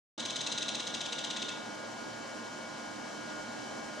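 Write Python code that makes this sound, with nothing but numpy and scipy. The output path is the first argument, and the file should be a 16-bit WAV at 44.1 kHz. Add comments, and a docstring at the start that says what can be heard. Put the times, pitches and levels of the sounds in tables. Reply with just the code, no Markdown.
"""A kingfisher rattles from a steel railing on a dock: two dozen very short notes, each a shrill buzz
of pulses ringing the throat and bill, that sags in pitch, flicks up and breaks into a loose rasp.
The dock throws back slaps and a ringing tail. Underneath, four machines hum and whine on the harmonics
of their shafts, over a wide wash of air and water and a few soft, hollow booms."""
import sys
import numpy as np
from scipy import signal
from scipy.fft import rfft, irfft
from scipy.io import wavfile

SR = 44100
rng = np.random.default_rng(int(sys.argv[2]) if len(sys.argv) > 2 else 0)


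def store_pcm(level_fs):
    """Save levels as 16-bit WAV."""
    pcm = np.round(np.clip(level_fs, -1, 1) * 32767).astype(np.int16)
    wavfile.write(sys.argv[1], SR, np.atleast_2d(pcm).T)


N = 176400


def undb(db):
    """Decibels to gain."""
    return 10 ** (np.asarray(db) / 20)


def pan(db):
    """Left and right gains for a pan in dB, left minus right."""
    return undb(np.array([[db], [-db]]) / 2)


def contour(points, hz):
    """Read a (freq_hz, level_db) curve on a log-frequency axis."""
    freq_hz, level_db = np.array(points, float).T
    return np.interp(np.log(hz + 1), np.log(freq_hz), level_db)


def colour(x, points):
    """Minimum-phase EQ that follows a (freq_hz, level_db) curve."""
    size = 2 * N
    gain = undb(contour(points, np.fft.rfftfreq(size, 1 / SR)))
    cepstrum = irfft(np.log(gain))
    cepstrum[1:N] *= 2
    cepstrum[N + 1:] = 0
    return irfft(rfft(x, size) * np.exp(rfft(cepstrum)))[..., :N]


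def walk(rate_hz):
    """Smooth random modulation with a spread of one, moving at up to about rate_hz."""
    lowpass = 1 / (1 + (np.fft.rfftfreq(N, 1 / SR) / rate_hz) ** 4)
    drift = irfft(rfft(rng.standard_normal(N)) * lowpass)
    return drift / drift.std()


def tone(hz, level_db, pan_db, left_lead_rad):
    """A stereo sine on a pitch curve and a level curve."""
    phase = 2 * np.pi * (np.cumsum(hz) / SR + rng.random())
    return np.sqrt(2) * undb(level_db) * pan(pan_db) * np.sin(np.array([phase + left_lead_rad, phase]))


def kingfisher_rattle():
    """Each note is a falling pulse train that rings the throat: clear, then a flick and a raspy end."""
    # notes of the rattle: start_s, level_db, pitch_hz
    notes = [(.087, 1, 2000), (.144, -3, 2000), (0.1957, -1.5, 2010), (0.252, -0.5, 2040),
             (0.2987, -1.5, 2009), (0.3583, .7, 2028), (0.4073, .2, 2018), (.4642, 1, 2027),
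             (0.5171, 1, 2040), (0.5765, 1, 2025), (0.6202, -0.5, 2003), (0.6827, 1.2, 2032),
             (.7469, 0.3, 2030), (0.7968, -1.5, 1986), (0.8679, -1.2, 1994), (0.9406, 0, 1980),
             (1.0066, -1, 1997), (1.055, -3.5, 1896), (1.1227, -.7, 1999), (1.1828, -2, 1954),
             (1.2402, -1.1, 1970), (1.302, -1.3, 1968), (1.3634, -1.6, 1926), (1.4187, -1.5, 1934),
             (1.4843, -2.5, 1953)]
    # shape of every note: time_s, pitch_ratio, level_db, tilt_db_per_octave above the main resonance
    gesture = [(0, 1.05, 3, -1), (.0012, 0.98, 1, 0.5), (.0026, 0.97, -1.5, -13), (.0046, 0.91, -0.5, -13),
               (.0058, .87, 0, -1.5), (.0068, .81, -1.5, 3), (.008, .74, -3.5, 7), (.0092, .63, -4.5, -5),
               (0.0107, .5, -1.5, 2), (0.0127, .42, -3, 2)]
    # resonances of throat and bill: freq_hz, level_db
    throat = [(900, -54), (2000, -14.5), (2400, -7), (2750, -2), (3300, -3), (3700, -1), (4050, 1.5),
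              (4500, -6), (5100, -6), (5700, -9.5), (6400, -2.5), (7400, -14), (8600, -14), (9600, -33.5),
              (11500, -36), (14000, -82)]
    attack_s, release_s = .0013, .00068
    resonance_hz, body_hz = 4040, 3000
    flick_start_s, flick_length_s = .00817, .00308
    time_s, ratio, level_db, tilt = np.array(gesture).T
    jitter, breath = walk(550), rng.standard_normal(N)
    harmonic = np.arange(1, 25)[:, None]
    t = np.arange(int(time_s[-1] * SR)) / SR
    looseness = (t / time_s[-1]) ** 4
    attack = np.sin(np.pi / 2 * np.clip(t / attack_s, 0, 1)) ** 2
    release = np.clip((t[-1] - t) / release_s, 0, 1)
    envelope = attack * release * undb(np.interp(t, time_s, level_db))
    rise = np.clip((t - flick_start_s) / flick_length_s, 0, 1)
    flick_hz = 2100 + 1800 * rise
    flick_cycles = np.cumsum(flick_hz) / SR
    voice = np.zeros(N)
    for start_s, note_db, pitch_hz in notes:
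        span = int((start_s - attack_s / 2) * SR) + np.arange(len(t))
        wobble = np.exp((.0046 + .071 * looseness) * jitter[span])
        hz = pitch_hz * np.interp(t, time_s, ratio) * wobble
        phase = 2 * np.pi * np.cumsum(hz) / SR
        partial_hz = harmonic * hz
        # as the rattle goes on, its top dulls and its low end fills out
        octaves_above = np.log2(np.maximum(partial_hz / resonance_hz, 1))
        top_db = (np.interp(t, time_s, tilt) - 1.5 * (start_s - 1)) * octaves_above
        body_db = (-3.5 + 4.5 * start_s) / (1 + (partial_hz / body_hz) ** 10)
        gains = undb(top_db + body_db) * (partial_hz < SR / 2)
        pulses = (gains * np.cos(harmonic * phase)).sum(0) * np.sqrt(hz / pitch_hz)
        rasp = undb(-5) * looseness * breath[span] * (2 + 2 * np.cos(phase))
        flick = undb(-.5) * np.sin(np.pi * rise) * np.sin(2 * np.pi * (flick_cycles + rng.random()))
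        voice[span] += ((pulses + rasp) * envelope + flick) * undb(note_db)
    return colour(voice, throat) * undb(-30.5)


def scatter(x, decay_s, build_s, width=.47):
    """Dense reflections that build up and die away, partly different at each ear."""
    t = np.arange(N) / SR
    envelope = np.exp(-t / decay_s) * (1 - np.exp(-t / build_s))
    mid, side = rng.standard_normal((2, N)) * envelope / np.sqrt(np.sum(envelope ** 2))
    response = np.array([mid + width * side, mid - width * side]) / np.hypot(1, width)
    return signal.fftconvolve(x[None], response, axes=1)[:, :N]


def dock_echoes(call):
    """The direct call with a deck bounce, railing scatter, wall slaps and the tail of the whole dock."""
    # EQ of the scatter off the railing: freq_hz, level_db
    railing_eq = [(2000, 4), (2500, 6), (2750, 10.5), (3150, -1), (4000, -1.5), (6000, 1.5), (10000, 4.5)]
    # slapbacks off nearby walls: delay_s, level_db, pan_db
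    walls = [(0.0267, -12, 8), (0.0296, -9.5, 8.5), (.0375, -15, 0)]
    # EQ of the slapbacks: freq_hz, level_db
    slap_eq = [(2000, -10), (2800, -15), (3200, 1), (3450, 1.5), (3800, -14), (4150, -9), (5000, -18),
               (5850, 7), (6300, -8), (10000, -19)]
    # EQ of the reverb tail: freq_hz, level_db
    tail_eq = [(1500, -5.5), (2700, 1), (3600, 1.4), (4500, -2), (6000, -4), (8000, -2.5), (12000, -14)]
    deck_delay_s, tail_t60_s = .0123, .58
    t = np.arange(N) / SR
    bounce = undb(-15) * np.interp(t - deck_delay_s, t, call)
    railing = scatter(colour(call, railing_eq), decay_s=.0086, build_s=.0042)
    slap = colour(call, slap_eq)
    slaps = sum(undb(db) * pan(pan_db) * np.interp(t - delay_s, t, slap) for delay_s, db, pan_db in walls)
    tail = scatter(colour(call, tail_eq), decay_s=tail_t60_s / np.log(1000), build_s=.02)
    return (call + bounce) * pan(2.5) + undb(-8) * railing + slaps + undb(-2) * tail


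def machine(shaft_hz, partials, swell_db, wander, flutter_db):
    """Harmonics of one slightly wandering shaft, each fluttering on its way across the dock."""
    hz = shaft_hz * (1 + wander * walk(5.15))
    return sum(tone(harmonic * hz, db + swell_db.get(harmonic, 0) + flutter_db * walk(10.8), pan_db, lead)
               for harmonic, (db, pan_db, lead) in partials.items())


def machinery():
    """Four machines, each at its own speed; the two strongest lines of the whine swell and fade."""
    # partials of each machine, by harmonic: level_db, pan_db, left_lead_rad
    whine = {1: (-61, -6, 0.15), 2: (-70.5, 0, .3), 3: (-64, 5.1, 1), 4: (-68.5, -16, 0.68),
             6: (-64, 4.3, 1), 7: (-51.5, 0, 0.97), 8: (-55.5, 3.1, 0.98), 9: (-71.5, 0, -0.13),
             10: (-76, 0, -0.33), 11: (-59, 4.7, 0.77), 13: (-69, -5, 0.69), 14: (-70.5, 0, 0.19),
             15: (-60.5, -2.2, 1), 16: (-75, -1, 0.61), 22: (-81, 0, .3), 23: (-71, 0, 0.25),
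             24: (-67, 0, .3)}
    motor = {2: (-66.5, -2.5, 0), 14: (-64, -2, 0.27), 15: (-62.5, 2, 0.7), 16: (-64.5, 2, 0.45),
             17: (-66, 4, 0.31), 18: (-59.5, 7.9, 0.3), 19: (-71, 2, 0.48)}
    engine = {2: (-68.5, -8, 0), 3: (-59, -5, 0.33), 4: (-57.5, -11.5, -2.25)}
    pump = {9: (-66, -2, .3), 10: (-60.5, 0, 1)}
    # level rides on the whine, each taken about its mean: time_s, seventh_db, eighth_db
    whine_rides = [(.2, -54.5, -56), (.9, -54, -55), (1.2, -52.5, -55), (1.4, -50.5, -57.5),
                   (1.7, -52.5, -56.5), (2.1, -54, -56), (2.7, -53, -55.5), (3.1, -53.5, -55),
                   (3.4, -49.5, -53.5), (3.65, -54.5, -53), (4, -52.5, -53)]
    time_s, *rides = np.array(whine_rides).T
    t = np.arange(N) / SR
    swell_db = {harmonic: np.interp(t, time_s, db - db.mean()) for harmonic, db in zip((7, 8), rides)}
    return (machine(204.87, whine, swell_db, wander=.00073, flutter_db=1.43)
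            + machine(58.14, motor, {}, wander=.00099, flutter_db=2.5)
            + machine(76.8, engine, {}, wander=.00593, flutter_db=3)
            + machine(52.8, pump, {}, wander=.0028, flutter_db=3))


def hiss_resonances(hz):
    """Lift in dB from narrow peaks in the hiss and the fine ripple that standing reflections leave."""
    # resonances in the machinery's hiss: freq_hz, width_hz, lift_db
    peaks = [(2920, 60, 5.5), (4087, 110, 6), (7180, 61, 8.5)]
    ripple_db, ripple_step_hz = 1.5, 23
    ripple = np.interp(hz / ripple_step_hz, np.arange(N), rng.standard_normal(N))
    ripple *= np.clip(hz / 800, 0, 1) ** 2  # the bass stays smooth
    peaks_db = sum(db / (1 + ((hz - freq_hz) / (width_hz / 2)) ** 2) for freq_hz, width_hz, db in peaks)
    return ripple_db * ripple + peaks_db


def wash():
    """Air, water and distant engines: wide noise whose octaves swell together and flicker apart."""
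    # tone of the bed: freq_hz, relative_db
    spectrum = [(30, -26.5), (85, -22.5), (125, -12.5), (190, -9), (245, -1.5), (330, -4.5), (430, -6.5),
                (650, -1.5), (950, -7), (1150, -8.5), (1350, -10.5), (1750, -12), (2500, -19),
                (3300, -17.5), (4300, -18), (6000, -16.5), (7500, -22), (10000, -31.5), (12000, -40.5),
                (14000, -59)]
    # stereo width: freq_hz, side_minus_mid_db
    spread = [(60, -17), (150, -24), (300, -2), (700, -2.5), (1500, -3), (4000, -8.5), (9000, -0.5)]
    # stereo balance: freq_hz, pan_db
    balance = [(60, 7), (150, 0.5), (280, -5.5), (450, -3), (650, 2), (1200, 1), (9000, -0.5)]
    # slow level ride: time_s, offset_db
    ride = [(0, 0), (1, 0), (1.9, 0.05), (2.3, 0.4), (2.7, -0.26), (3.45, 0.7), (4, 0.5)]
    hz = np.fft.rfftfreq(N, 1 / SR)
    mid, side = rfft(rng.standard_normal((2, N)))
    width, pan_db = undb(contour(spread, hz)), contour(balance, hz)
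    noise = np.array([mid + width * side, mid - width * side]) / np.hypot(1, width)
    noise *= undb(contour(spectrum, hz) + hiss_resonances(hz) + np.array([pan_db, -pan_db]) / 2)
    octave = np.clip(np.log2((hz + 1) / 125), 0, 6)
    bed = 0
    for band in range(7):
        band_gain = np.clip(1 - np.abs(octave - band), 0, 1)
        flicker_db = 1.5 * walk(21) / (1 + band / 4)
        bed = bed + irfft(noise * band_gain) * undb(flicker_db)
    level_db = -44 + np.interp(np.arange(N) / SR, *np.array(ride).T) - .1 * walk(4.5)
    return bed / bed.std() * undb(level_db)


def booms():
    """The rumble gathers now and then into a soft hollow boom: a short swell of a wavering low tone."""
    # swells in the rumble: peak_s, level_db, length_s
    swells = [(0.228, -49.5, 0.061), (2.41, -53, 0.059), (3.488, -46.5, .11), (3.789, -43.5, 0.041)]
    t = np.arange(N) / SR
    envelope = sum(undb(db) * np.cos(np.pi * np.clip((t - peak_s) / length_s, -.5, .5)) ** 2
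                   for peak_s, db, length_s in swells)
    pitch_hz = 237 * (1 + .025 * walk(25))
    return envelope * tone(pitch_hz, level_db=0, pan_db=-3.5, left_lead_rad=0)


def scene():
    """The bird on its dock over machinery and water."""
    return dock_echoes(kingfisher_rattle()) + machinery() + booms() + wash()


def record(dry):
    """The mix cuts in mid-rattle after a moment of silence; a steep low-pass trims the top."""
    start_s, fade_s, cutoff_hz = .177, .0037, 13900
    fade_in = np.clip((np.arange(N) / SR - start_s) / fade_s, 0, 1)
    lowpass = signal.ellip(8, .2, 70, cutoff_hz, fs=SR, output="sos")
    return signal.sosfilt(lowpass, dry * fade_in)


dry = scene()
out = record(dry)
store_pcm(out)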